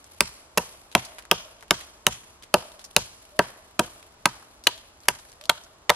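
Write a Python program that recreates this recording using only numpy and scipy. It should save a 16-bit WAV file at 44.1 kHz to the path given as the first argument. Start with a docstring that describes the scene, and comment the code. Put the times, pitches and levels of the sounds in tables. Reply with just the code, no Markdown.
"""In a quiet wood a small axe chops a notch into a young tree, about a metre from the microphone.
In each blow the blade tears fibres (bursts of noise) for a few milliseconds, then stops and knocks
the trunk into its modes (fading sine waves). The trees and the ground scatter the blows back as random
echoes, and chips drop into dry leaves as ticks and crunches of noise. Faint hoots are gliding sine waves
and the hush of the wood is shaped noise. The loudest peaks overload the recorder and are cut flat."""
import sys
import numpy as np
from scipy import signal
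from scipy.fft import rfft, irfft, next_fast_len
from scipy.io import wavfile
from scipy.ndimage import uniform_filter1d

SR = 44100
rng = np.random.default_rng(int(sys.argv[2]) if len(sys.argv) > 2 else 0)


def transcribe(signal):
    """Save signal, clipped to [-1, 1], as a 16-bit WAV file at the path in sys.argv[1]."""
    frames = np.atleast_2d(signal).T
    limited = np.clip(frames, -1, 1)
    pcm = np.round(limited * 32767).astype(np.int16)
    wavfile.write(sys.argv[1], SR, pcm)


N = 262395
# time axis of one short sound (s), and the signs that turn a side signal into left and right
T = np.arange(int(.25 * SR)) / SR
SIDES = np.array([[1], [-1]])
# starting levels of the parts of a blow, for one that is level and slices a chip off (dB)
THUD_DB, KNOCK_DB, CLACK_DB, CRACK_DB, SPLINTER_DB = -34, -33, -27.5, -15.5, -16.5
# a solid blow moves the trunk more and tears less (dB gained at solidity 1)
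SOLID_THUD_DB, SOLID_KNOCK_DB, SOLID_CLACK_DB, SOLID_CRACK_DB = 10, 13.5, 9.5, -9.5
# share of the splintering that a dead stop prevents (0-1)
SOLID_SMOTHER = 0.84
# a downward blow runs along the grain and hardly bends the stem (dB gained at slant 1)
SLANT_THUD_DB, SLANT_KNOCK_DB, SLANT_CLACK_DB, SLANT_SPLINTER_DB = -15, -5.5, 2, -9.5
# the stem's jerk after the blade stops (delay ms, half width ms, dB before the body's own level)
JERK_DELAY_MS, JERK_MS, JERK_DB = 0.73, 0.51, -6
# the forest answers solid blows more and downward blows less (dB)
ECHO_DB, SOLID_ECHO_DB, SLANT_ECHO_DB = 3.5, 2.5, -7
# small chips fall at random; their level varies up to the spread either way
SMALL_CHIPS_PER_S, SMALL_CHIP_DB, SMALL_CHIP_SPREAD_DB = 1.8, -61, -6
# every crunch has a pitch of its own; its burst level lies the crest below its peak level
CRUNCH_HZ, CRUNCH_SPREAD_OCTAVES, CRUNCH_CREST_DB = 3460, 0.53, 12.5
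# the treble ends here
TOP_HZ = 15600


def undb(db):
    """Decibels to gain."""
    return 10 ** (np.asarray(db) / 20)


def curve(points, count):
    """Gain of a (f/Hz, level/dB) table at each frequency bin of a sound of count samples."""
    hz, db = np.transpose(points)
    bins_hz = np.fft.rfftfreq(count, 1 / SR)
    return undb(np.interp(np.log(bins_hz + 1), np.log(hz), db))


def colour(x, points):
    """Filter a sound to the given spectrum, without any sound ahead of its cause."""
    size = 8192
    # folding the cepstrum onto positive times gives the filter its minimum phase
    cepstrum = irfft(np.log(curve(points, size)))
    cepstrum[1:size // 2] *= 2
    cepstrum[size // 2 + 1:] = 0
    response = irfft(np.exp(rfft(cepstrum)))[:size // 2]
    return signal.fftconvolve(x, np.array(response, ndmin=x.ndim), axes=-1)[..., :x.shape[-1]]


def resonate(x, hz, width_hz):
    """Let through a narrow band, with gain 1 at its centre."""
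    return signal.lfilter(*signal.iirpeak(min(hz, SR / 3), hz / width_hz, SR), x)


def fade(t, t60):
    """Exponential decay from t = 0 that falls by 60 dB in t60 seconds."""
    return (t >= 0) * np.exp(-np.log(1000) * np.maximum(t, 0) / t60)


def burst(x, db):
    """Give a short sound its level, its energy counted over 30 ms."""
    energy = np.sum(np.atleast_2d(x) ** 2, axis=1).mean()
    return x * undb(db) / np.sqrt(energy / (.03 * SR))


def add(out, s, x):
    """Mix a sound in at time s."""
    i = int(s * SR)
    out[:, i:i + x.shape[-1]] += x[..., :N - i]


def walk(rate):
    """Slow random wander, made of smoothed random steps at the given rate per second."""
    k = int(SR / rate)
    return uniform_filter1d(np.repeat(rng.standard_normal(N // k + 1), k), k)[:N]


def all_round(mid, side):
    """Left and right of a sound from all round: the bass is shared, the treble is wide."""
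    # side signal against mid signal: f/Hz, level/dB
    width = [(60, -18.5), (300, -11), (640, -7.5), (1400, -1), (3100, 3), (7000, 7), (15000, 15.5)]
    return mid + SIDES * colour(side, width)


def crackle(count, grain_db, clump_db):
    """Dry-leaf grains of very uneven size that come in clumps, as mid and side."""
    # spectrum of dry leaves and crumbs of bark: f/Hz, level/dB (per Hz)
    leaf_spectrum = [(400, -6.5), (1200, -3.5), (3000, 2), (7000, -5), (11500, -2), (13000, -17),
                     (16000, -38)]
    clumps = uniform_filter1d(np.repeat(rng.standard_normal(count // 256 + 1), 256), 256)[:count]
    sizes = undb(grain_db * rng.standard_normal(count) + clump_db * clumps)
    grains = colour(rng.standard_normal((2, count)) * sizes, leaf_spectrum)
    return grains / grains.std()


def air(hush_db=-57.0, rustle_db=-70):
    """Steady hush of the wood with a low rumble, and dry leaves that rustle in spells."""
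    # spectrum of the hush: f/Hz, level/dB (per Hz)
    hush_spectrum = [(15, -30), (25, 0.5), (70, 4), (157, -7), (373, -3.5), (545, -5.5), (624, -1),
                     (695, -4.5), (1130, -5.5), (1560, -11.5), (2000, -15.5), (2910, -18.5), (7510, -24),
                     (11600, -48), (16000, -66)]
    hush = colour(rng.standard_normal((2, N)), hush_spectrum)
    sway, spells = undb(.7 * walk(4)), undb(4 * walk(9))
    leaves = crackle(N, grain_db=7, clump_db=5)
    hush = undb(hush_db) * sway * hush / hush[0].std()
    return all_round(*(hush + undb(rustle_db) * spells * leaves))


def hoots():
    """A soft tone that swells, fades and slides in pitch with a slight waver."""
    # faint gliding hoots: t/s, length/s, level/dB, start f/Hz, end f/Hz
    hoot_list = [(2.588, 0.12, -57, 580, 650), (3.305, 0.13, -52, 565, 679),
                 (3.422, 0.078, -62.5, 615, 645), (3.573, 0.044, -57.5, 650, 618),
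                 (4.708, 0.093, -56, 597, 690), (5.389, 0.1, -54.5, 545, 685),
                 (5.54, 0.032, -56.5, 640, 570)]
    out = np.zeros((2, N))
    for s, length, db, from_hz, to_hz in hoot_list:
        u = np.linspace(0, 1, int(length * SR))
        hz = from_hz + (to_hz - from_hz) * u + 4 * walk(90)[:len(u)]
        tone = np.sin(2 * np.pi * np.cumsum(hz) / SR)
        add(out, s, undb(db) * np.sqrt(2) * np.sin(np.pi * u) * tone)
    return out


def echoes(swell_s, t60, db, grain_db, clump_db=0):
    """One second of random reflections that come in clusters, swell in and die away, as mid and side."""
    t = np.arange(SR) / SR
    clusters = np.interp(t, np.linspace(0, 1, 120), rng.standard_normal(120))
    sizes = undb(grain_db * rng.standard_normal(SR) + clump_db * clusters)
    swell = 1 - np.exp(-(t / swell_s) ** 2)
    h = rng.standard_normal((2, SR)) * sizes * fade(t, t60) * swell
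    return undb(db) * h / np.sqrt(np.sum(h ** 2) / 2)


def broad_colour(x, span=1.2):
    """Spectrum of a sound, each bin averaged with its neighbours within a ratio span."""
    power = np.mean(np.abs(rfft(x, SR)) ** 2, axis=0)
    hz, total = np.arange(len(power)) + 1., np.cumsum(power)
    ratio = max(span, 1.05)
    # a running total gives the power between two frequencies by subtraction
    band = np.interp(hz * ratio, hz, total) - np.interp(hz / ratio, hz, total)
    return np.sqrt(band.clip(0) / (hz * ratio - hz / ratio))


def forest(x, note_db, note_hz=620):
    """Trunks near and far return the blow, each from another angle: its rings survive only as colour."""
    # spectrum returned by the nearer trees: f/Hz, level/dB (per Hz)
    scatter_spectrum = [(50, -14.5), (130, -15), (280, -6.5), (620, -6), (1200, -2), (2000, -4.5),
                        (3200, -7.5), (4100, -3), (4900, -4), (6400, -2), (11500, -11), (13000, -21),
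                        (16000, -44)]
    trees = echoes(swell_s=0.026, t60=0.34, db=-24.5, grain_db=4.0, clump_db=3.0)
    trees = colour(trees, scatter_spectrum)
    beyond = echoes(swell_s=0.59, t60=0.41, db=-33.0, grain_db=3, clump_db=2.0)
    beyond = colour(beyond, [(100, -4.0), (400, -11.0), (1200, -3.0), (3000, -8.0), (11000, -5.5),
                             (13000, -31.5), (16000, -40.5)])
    # the blade's ring comes back from the trunks
    trees = trees + 1.3 * resonate(trees, 3170, 240)
    beyond = beyond + 0.13 * resonate(beyond, 6900, 330)
    # the trunk's strongest note lingers longest between the trees
    beyond = beyond + undb(note_db) * resonate(beyond, note_hz, 55)
    # the nearest trunk answers a few milliseconds after the blow
    response = np.roll(trees + beyond, int(0.0031 * SR), axis=1)
    return all_round(*irfft(rfft(response) * broad_colour(x), SR))


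def ground(x, delay_s=.0185, bounce_db=-22):
    """The leafy ground throws back one dull reflection and a brief scatter."""
    response = echoes(swell_s=0.014, t60=0.043, db=-16.0, grain_db=8.0)
    response[0, int(delay_s * SR)] += undb(bounce_db)
    response = colour(response, [(90, 4.0), (180, -2.5), (1300, 2), (2200, -12.0), (9000, -8.5),
                                 (12000, -10.0), (15000, -25.5)])
    return signal.fftconvolve(x.mean(axis=0)[None], all_round(*response), axes=1)[:, :N]


def crumbs(db=-56, swell_s=0.025, t60=0.78):
    """Crumbs of bark spray off with each blow and patter into the leaves."""
    t = np.arange(SR) / SR
    patter = crackle(SR, grain_db=5, clump_db=3)
    return all_round(*(undb(db) * patter * fade(t, t60) * (1 - np.exp(-t / swell_s))))


def leaf_crunch(db, t60=0.078, tick_s=0.0012, tick_db=2, clump_db=3):
    """A chip lands, or the swing stirs the leaves, with a tick and a short, uneven crunch of dry leaves."""
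    hz = CRUNCH_HZ * 2 ** (CRUNCH_SPREAD_OCTAVES * rng.standard_normal())
    tick = undb(tick_db) * np.exp(-(T / tick_s - 1) ** 2 * 2)
    clumps = walk(200)[:len(T)]
    sizes = undb(7 * rng.standard_normal(len(T)) + clump_db * clumps)
    grains = rng.standard_normal((2, len(T))) * sizes
    crunch = grains * (tick + fade(T, t60) * (1 - np.exp(-T / tick_s)))
    crunch = crunch + 4.1 * resonate(crunch, hz, 1700)
    crunch = colour(crunch, [(200, -6.0), (900, 5.5), (3000, -2.0), (11000, 3.0),
                             (13500, -7.0), (16000, -39.5)])
    return burst(crunch[0] + SIDES * crunch[1], db - CRUNCH_CREST_DB)


def chips():
    """Larger chips drop into the leaves at set times, the leaves rustle as the axe swings in just before some
    blows, and small chips fall at random moments."""
    # the larger chips, and rustles as the axe swings in just before some blows: t/s, peak level/dB, crunch
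    # t60/s
    crunch_list = [(0.042, -41.5, 0.035), (0.915, -37, .11), (1.049, -30.5, .06), (1.1837, -30, .07),
                   (1.223, -44.5, 0.03), (1.2518, -39, .05), (1.608, -44.5, .03), (1.625, -36.5, 0.065),
                   (1.6805, -47, .04), (1.805, -31, 0.097), (2.4232, -35.5, 0.17), (2.4366, -41.5, .04),
                   (2.718, -43.5, .04), (2.793, -36.5, 0.14), (2.841, -31, .07), (3.9954, -50, .04),
                   (4.027, -41.5, .04), (4.638, -35, .11), (4.7776, -40, .03), (5.003, -47.5, .03),
                   (5.034, -46.5, .05), (5.054, -43.5, .09), (5.187, -39, .1), (5.2864, -44.5, .1),
                   (5.3172, -42.5, .04), (5.327, -46.5, .03), (5.411, -36, .09), (5.438, -38, .08),
                   (5.454, -34, .07), (5.636, -40.5, .08)]
    out = np.zeros((2, N))
    for s, db, t60 in crunch_list:
        add(out, s, leaf_crunch(db, t60))
    for when, size in rng.random((int(SMALL_CHIPS_PER_S * N / SR), 2)):
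        add(out, when * N / SR, leaf_crunch(SMALL_CHIP_DB + SMALL_CHIP_SPREAD_DB * (2 * size - 1)))
    return out


def shudder(slant, weight_db, db=-43.5, slant_db=-10, swell_s=0.019, t60=.22):
    """The rooted stem shakes on for a moment with a low, pitchless rumble."""
    shake = colour(rng.standard_normal(len(T)), [(25, -11.5), (60, 3), (120, 1.0), (190, -4),
                                                 (270, -15.5), (500, -27), (1500, -51)])
    shake = shake * (1 - np.exp(-T / swell_s)) * fade(T, t60)
    return burst(shake, db + slant_db * slant + weight_db)


def tearing(bite_ms, grain_db=2.5, tail_db=-13, tail_t60=0.026, side_db=-10, bite_shape=0.7):
    """Fibres snap densely while the blade sinks in, then thin out as the chip splits off."""
    bite_s = bite_ms / 1000
    depth = np.minimum(T / bite_s, 1)
    sinking = np.sin(np.pi * depth).clip(0) ** bite_shape
    splitting = undb(tail_db) * depth * fade(np.maximum(T - bite_s, 0), tail_t60)
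    snaps = rng.standard_normal((2, len(T))) * undb(grain_db * rng.standard_normal(len(T)))
    mid, side = snaps * (sinking + splitting)
    return mid + undb(side_db) * SIDES * side


def trunk(t, low_hz, high_hz, detune=0.0068, scatter_db=3.0, push_s=0.0008, side_share=0.08,
          contact_s=0.0072, free_db=-4, dense_db=-10, dense_t60=.035):
    """The trunk's modes in one register: driven hard while the blade pushes, then ringing freely."""
    # modes of the trunk: f/Hz, level/dB, t60/s
    mode_table = [(123.6, -5.5, 0.22), (173, 6, 0.1), (231, 1, 0.1), (244, -6.5, 0.11), (328, -7, 0.048),
                  (384.4, 6.5, 0.05), (417.4, -4, 0.027), (492, -10.5, 0.13), (552, -4, 0.058),
                  (608, 13, 0.031), (700, 5.5, 0.035), (749, -6.5, 0.11), (856.3, 3, 0.035),
                  (927.6, 0.5, 0.077), (962.3, 1.5, 0.064), (1108, -4, 0.04), (1182, -9, 0.069),
                  (1273, 1.5, 0.029), (1347, -7, 0.016), (1519.5, -4.5, 0.085), (1572, 0.5, 0.027),
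                  (1834, -3, 0.022)]
    chosen = np.array([m for m in mode_table if low_hz <= m[0] < high_hz])
    hz, db, t60 = chosen.T[:, :, None]
    # each blow shifts every mode a little in pitch, level and direction
    tune, size, lean = rng.standard_normal((3, len(hz), 1))
    t = np.maximum(t, 0)
    contact = np.exp(-(t / contact_s) ** 4)
    drive = (1 - np.exp(-t / push_s)) * (undb(free_db) + (1 - undb(free_db)) * contact)
    # the added half turns make neighbouring modes start with opposite signs
    phase = 2 * np.pi * hz * (1 + detune * tune) * t + np.pi * np.arange(len(hz))[:, None]
    swing = undb(db + scatter_db * size) * fade(t, t60) * drive
    side = side_share * np.sqrt(hz / 500) * lean * np.sin(phase)
    modes = np.sum(swing * np.cos(phase), axis=0) + SIDES * np.sum(swing * side, axis=0)
    # many weak, quickly damped modes fill the gaps between the strong ones: here, filtered noise
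    register = signal.butter(2, [hz.min(), hz.max()], "bandpass", fs=SR, output="sos")
    dense = signal.sosfilt(register, rng.standard_normal(len(t)) * drive * fade(t, dense_t60))
    return burst(modes, 0) + burst(dense, dense_db)


def blow(bite_ms, stop_ms, solid, slant, chip_hz, blade_hz, blade_db, upper_hz, upper_db, splinter_hz,
         weight_db, body_db, hollow_db, hard_db, snap_db):
    """Tearing fibres ring the wedged blade; its sudden stop rings the chip and the trunk."""
    # spectra of the tearing crack and of the splinters: f/Hz, level/dB (per Hz)
    crack_spectrum = [(1200, -5), (2000, -2), (2700, 6), (4000, -7.5), (5000, -16), (7000, -17.5)]
    splinter_spectrum = [(3500, -6), (5200, 3), (7000, 1.5), (9000, -3), (11300, 4), (12800, -10),
                         (16000, -35)]
    # time since the blade stopped
    t = T - stop_ms / 1000
    thud = trunk(t, 0, 280, dense_db=-9.5)
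    body = trunk(t, 280, 455, dense_db=-5)
    knock = trunk(t, 455, 815, dense_db=-4)
    clack = trunk(t, 815, 2500, dense_db=-5, dense_t60=0.031)
    # the stem jerks away and back once: a single broad thump under its modes
    u = (t - JERK_DELAY_MS / 1000) / (JERK_MS / 1000)
    body = burst(body, 0) + burst(-u * np.exp(-u ** 2 / 2), JERK_DB)
    chip = np.sin(2 * np.pi * chip_hz * t) * fade(t, 0.021)
    fibres = tearing(bite_ms)
    clack = burst(clack, 0) + burst(chip, -3) + burst(resonate(fibres, 1800, 580), -4.5)
    # the wood grips the steel, so its two rings last only milliseconds
    blade = burst(resonate(fibres, blade_hz, 260), blade_db)
    upper_blade = burst(resonate(fibres, upper_hz, 210), upper_db)
    crack = burst(colour(fibres, crack_spectrum), 0) + blade + upper_blade
    splinters = tearing(bite_ms * 0.81, tail_db=-19.0)
    splinter = burst(colour(splinters, splinter_spectrum), 0)
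    splinter = splinter + burst(resonate(splinters, splinter_hz, 700), -7.5)
    # the whole stem gives way in one slow shove
    shove = np.sin(2 * np.pi * 55 * t) * fade(t, 0.012)
    # solidity and slant share the blow between the trunk and the fibres
    thud_db = THUD_DB + SOLID_THUD_DB * solid + SLANT_THUD_DB * slant
    knock_db = KNOCK_DB + SOLID_KNOCK_DB * solid + SLANT_KNOCK_DB * slant + hollow_db
    clack_db = CLACK_DB + SOLID_CLACK_DB * solid + SLANT_CLACK_DB * slant + hard_db
    crack_db = CRACK_DB + SOLID_CRACK_DB * solid
    splinter_db = SPLINTER_DB + SLANT_SPLINTER_DB * slant + snap_db
    bass = burst(thud, weight_db - 2.5) + burst(shove, weight_db - 24.5) + burst(body, body_db - 2.0)
    wood = undb(thud_db) * bass + burst(knock, knock_db) + burst(clack, clack_db)
    splinter = max(1 - SOLID_SMOTHER * solid, 0) * burst(splinter, splinter_db)
    # the fibres are too small to radiate bass
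    torn = colour(burst(crack, crack_db) + splinter, [(80, -14.0), (500, 0.5)])
    return wood + shudder(slant, weight_db) + torn


def scene():
    """Blows and chips, their echoes and the quiet wood."""
    # blows: t/s, strength level/dB, bite length/ms, time until the blade stops/ms,
    # solidity (0 slices a chip off - 1 stops dead in the wood), slant (0 level - 1 steeply down),
    # chip f/Hz, blade ring f/Hz, its level/dB, upper blade ring f/Hz, its level/dB, splinter f/Hz,
    # extra level/dB of thud, body, knock, clack, splinters and echo, lingering trunk note level/dB
    blow_list = [(0.206, -5, 2.8, 1.83, 0.012, 0.11, 1230, 2354, -16.5, 3504, -9, 5175, 7, 7.5, 2, 2.5, 2.5, 1, -9.5),
                 (0.574, -7, 4.2, 0.38, 0.65, 0.01, 1130, 2680, -18, 5100, -4.5, 10500, 1, -9, 4, 1, 2, 0, 3),
                 (0.5771, -7.5, 7.5, 1.83, 0.57, 0.01, 1040, 2670, 10.5, 5430, 2, 10500, 2, 3, -2, 1, 3, 0, 16),
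                 (0.9504, 3.5, 2.5, 1.54, 0.53, 0.022, 1086, 2380, -2.5, 3040, -10, 6300, -0.5, -3.5, -1.5, -3.5, -4.5, 0, 14),
                 (1.313, 0.5, 1.3, 1.62, 0.17, 0.06, 1187, 2640, -1, 3120, -7.5, 5300, -2, 5, 4, 1.5, -3, 0, 22.5),
                 (1.708, -1.5, 2.9, 2.3, 0.33, 0.033, 1207, 2880, 1, 2200, -1, 6300, 1.5, 4, 0.5, 0, -2, 1, 7.5),
                 (2.0666, -1.5, 1.7, 1.44, 0.15, 0.015, 1050, 2847, 6, 3636, -1.5, 6200, 3.5, -1.5, 2.5, 1.5, 0.5, -1, 7),
                 (2.5399, 0, 4.5, 1.63, 0.76, 0.044, 1280, 2730, 26, 3360, -36.5, 10500, -1.5, 4, 4, 1, 1, 0, 8),
                 (2.964, 0.6, 2.7, 1.26, 0.27, 0.18, 940, 2894, -7.5, 3780, -1, 6500, 1.5, -0.5, 0, -2, 0, 0, 2.5),
                 (3.391, -2, 2.1, 1.34, 1, 0.019, 1588, 2710, 16, 4000, 3, 6000, -1.5, 4, 0.5, 0.5, 0, 0, -9.5),
                 (3.792, -4.5, 6.2, 2.43, 0.73, 0.014, 1286, 2593, -1, 3930, -6.5, 7500, 3.5, 6.5, 3.5, 1.5, 0.5, 0, 5),
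                 (4.2553, -0.5, 5.1, 1.4, 0.79, 0.54, 1220, 2350, 0, 2870, -14, 4600, 4, 0.5, -6, -0.5, 7.5, 0, 4),
                 (4.6688, 0.5, 5, 2.14, 0.084, 0.6, 1935, 3005, 5, 3874, -1, 6200, -8, 6, -2, -2, -5.5, 1, 11.5),
                 (5.083, -4, 6.4, 1.22, 0.24, 0.6, 1207, 2150, -9, 2750, -7, 5250, 3, 9, 5.5, 2.5, 7, 0, 4),
                 (5.4938, 1, 6.5, 0.43, 0.54, 0.76, 1415, 2200, -5.5, 3160, 6, 7000, -1.5, -5.5, 0.5, -1.5, 3, 0, 19),
                 (5.8945, -2.5, 2.95, 0.17, 0.65, 0.56, 2000, 2000, -11, 3590, -13, 6000, -3, -7, -0.5, 1.5, -6, 0, 11),
                 (5.9, -1, 3.6, 1.5, 0.88, 0.49, 900, 2130, -0.5, 3450, 1, 6000, -4, -14, 0, 0, 5, 0, -4.5)]
    # single thick trunks that return the blow: delay t/s, level/dB
    big_trees = [(0.055, -34.5), (0.085, -37), (0.107, -37.5), (0.168, -38)]
    axe, far = np.zeros((2, 2, N))
    for s, db, bite_ms, stop_ms, solid, slant, *timbre, carry_db, note_db in blow_list:
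        sound = undb(db) * blow(bite_ms, stop_ms, solid, slant, *timbre)
        echo_db = ECHO_DB + SOLID_ECHO_DB * solid + SLANT_ECHO_DB * slant + carry_db
        add(axe, s, sound)
        add(far, s, undb(echo_db) * (forest(sound, note_db) + crumbs()))
    # rough bark returns little treble
    dull = colour(axe, [(200, -7), (700, 0), (1500, -1.5), (3000, -15.5), (9000, -13.5)])
    for delay_s, db in big_trees:
        add(far, delay_s, undb(db) * dull)
    background = hoots() + air()
    near = axe + chips()
    return near + ground(near) + far + background


def record(dry):
    """The two microphone ports differ in colour and phase; peaks are cut flat, then the top is cut."""
    # left minus right port: f/Hz, level/dB
    port_levels = [(200, -0.2), (1200, 0.5), (1950, -0.5), (2150, 0.5), (2800, -1), (3100, -0.5),
                   (5000, 1.2), (9000, 0), (13000, 0)]
    # how far the left port leads in phase: f/Hz, lead/radians
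    port_phase = [(500, -0.14), (1900, -0.53), (2400, 0.15), (2900, -0.094), (4700, 1), (6000, -0.1),
                  (8000, 0.49), (9500, -0.4)]
    size = 2 * next_fast_len(N // 2 + 1)
    lead = np.interp(np.fft.rfftfreq(size, 1 / SR), *np.transpose(port_phase))
    # each port takes half of the difference
    ports = curve(port_levels, size) ** (SIDES / 2) * np.exp(1j * lead * SIDES / 2)
    ported = irfft(rfft(dry, size) * ports, size)[:, :N]
    clipped = np.clip(ported, -.95, .95)
    top_cut = signal.ellip(8, .1, 70, TOP_HZ, fs=SR, output="sos")
    return signal.sosfilt(top_cut, clipped)


dry = scene()
out = record(dry)
transcribe(out)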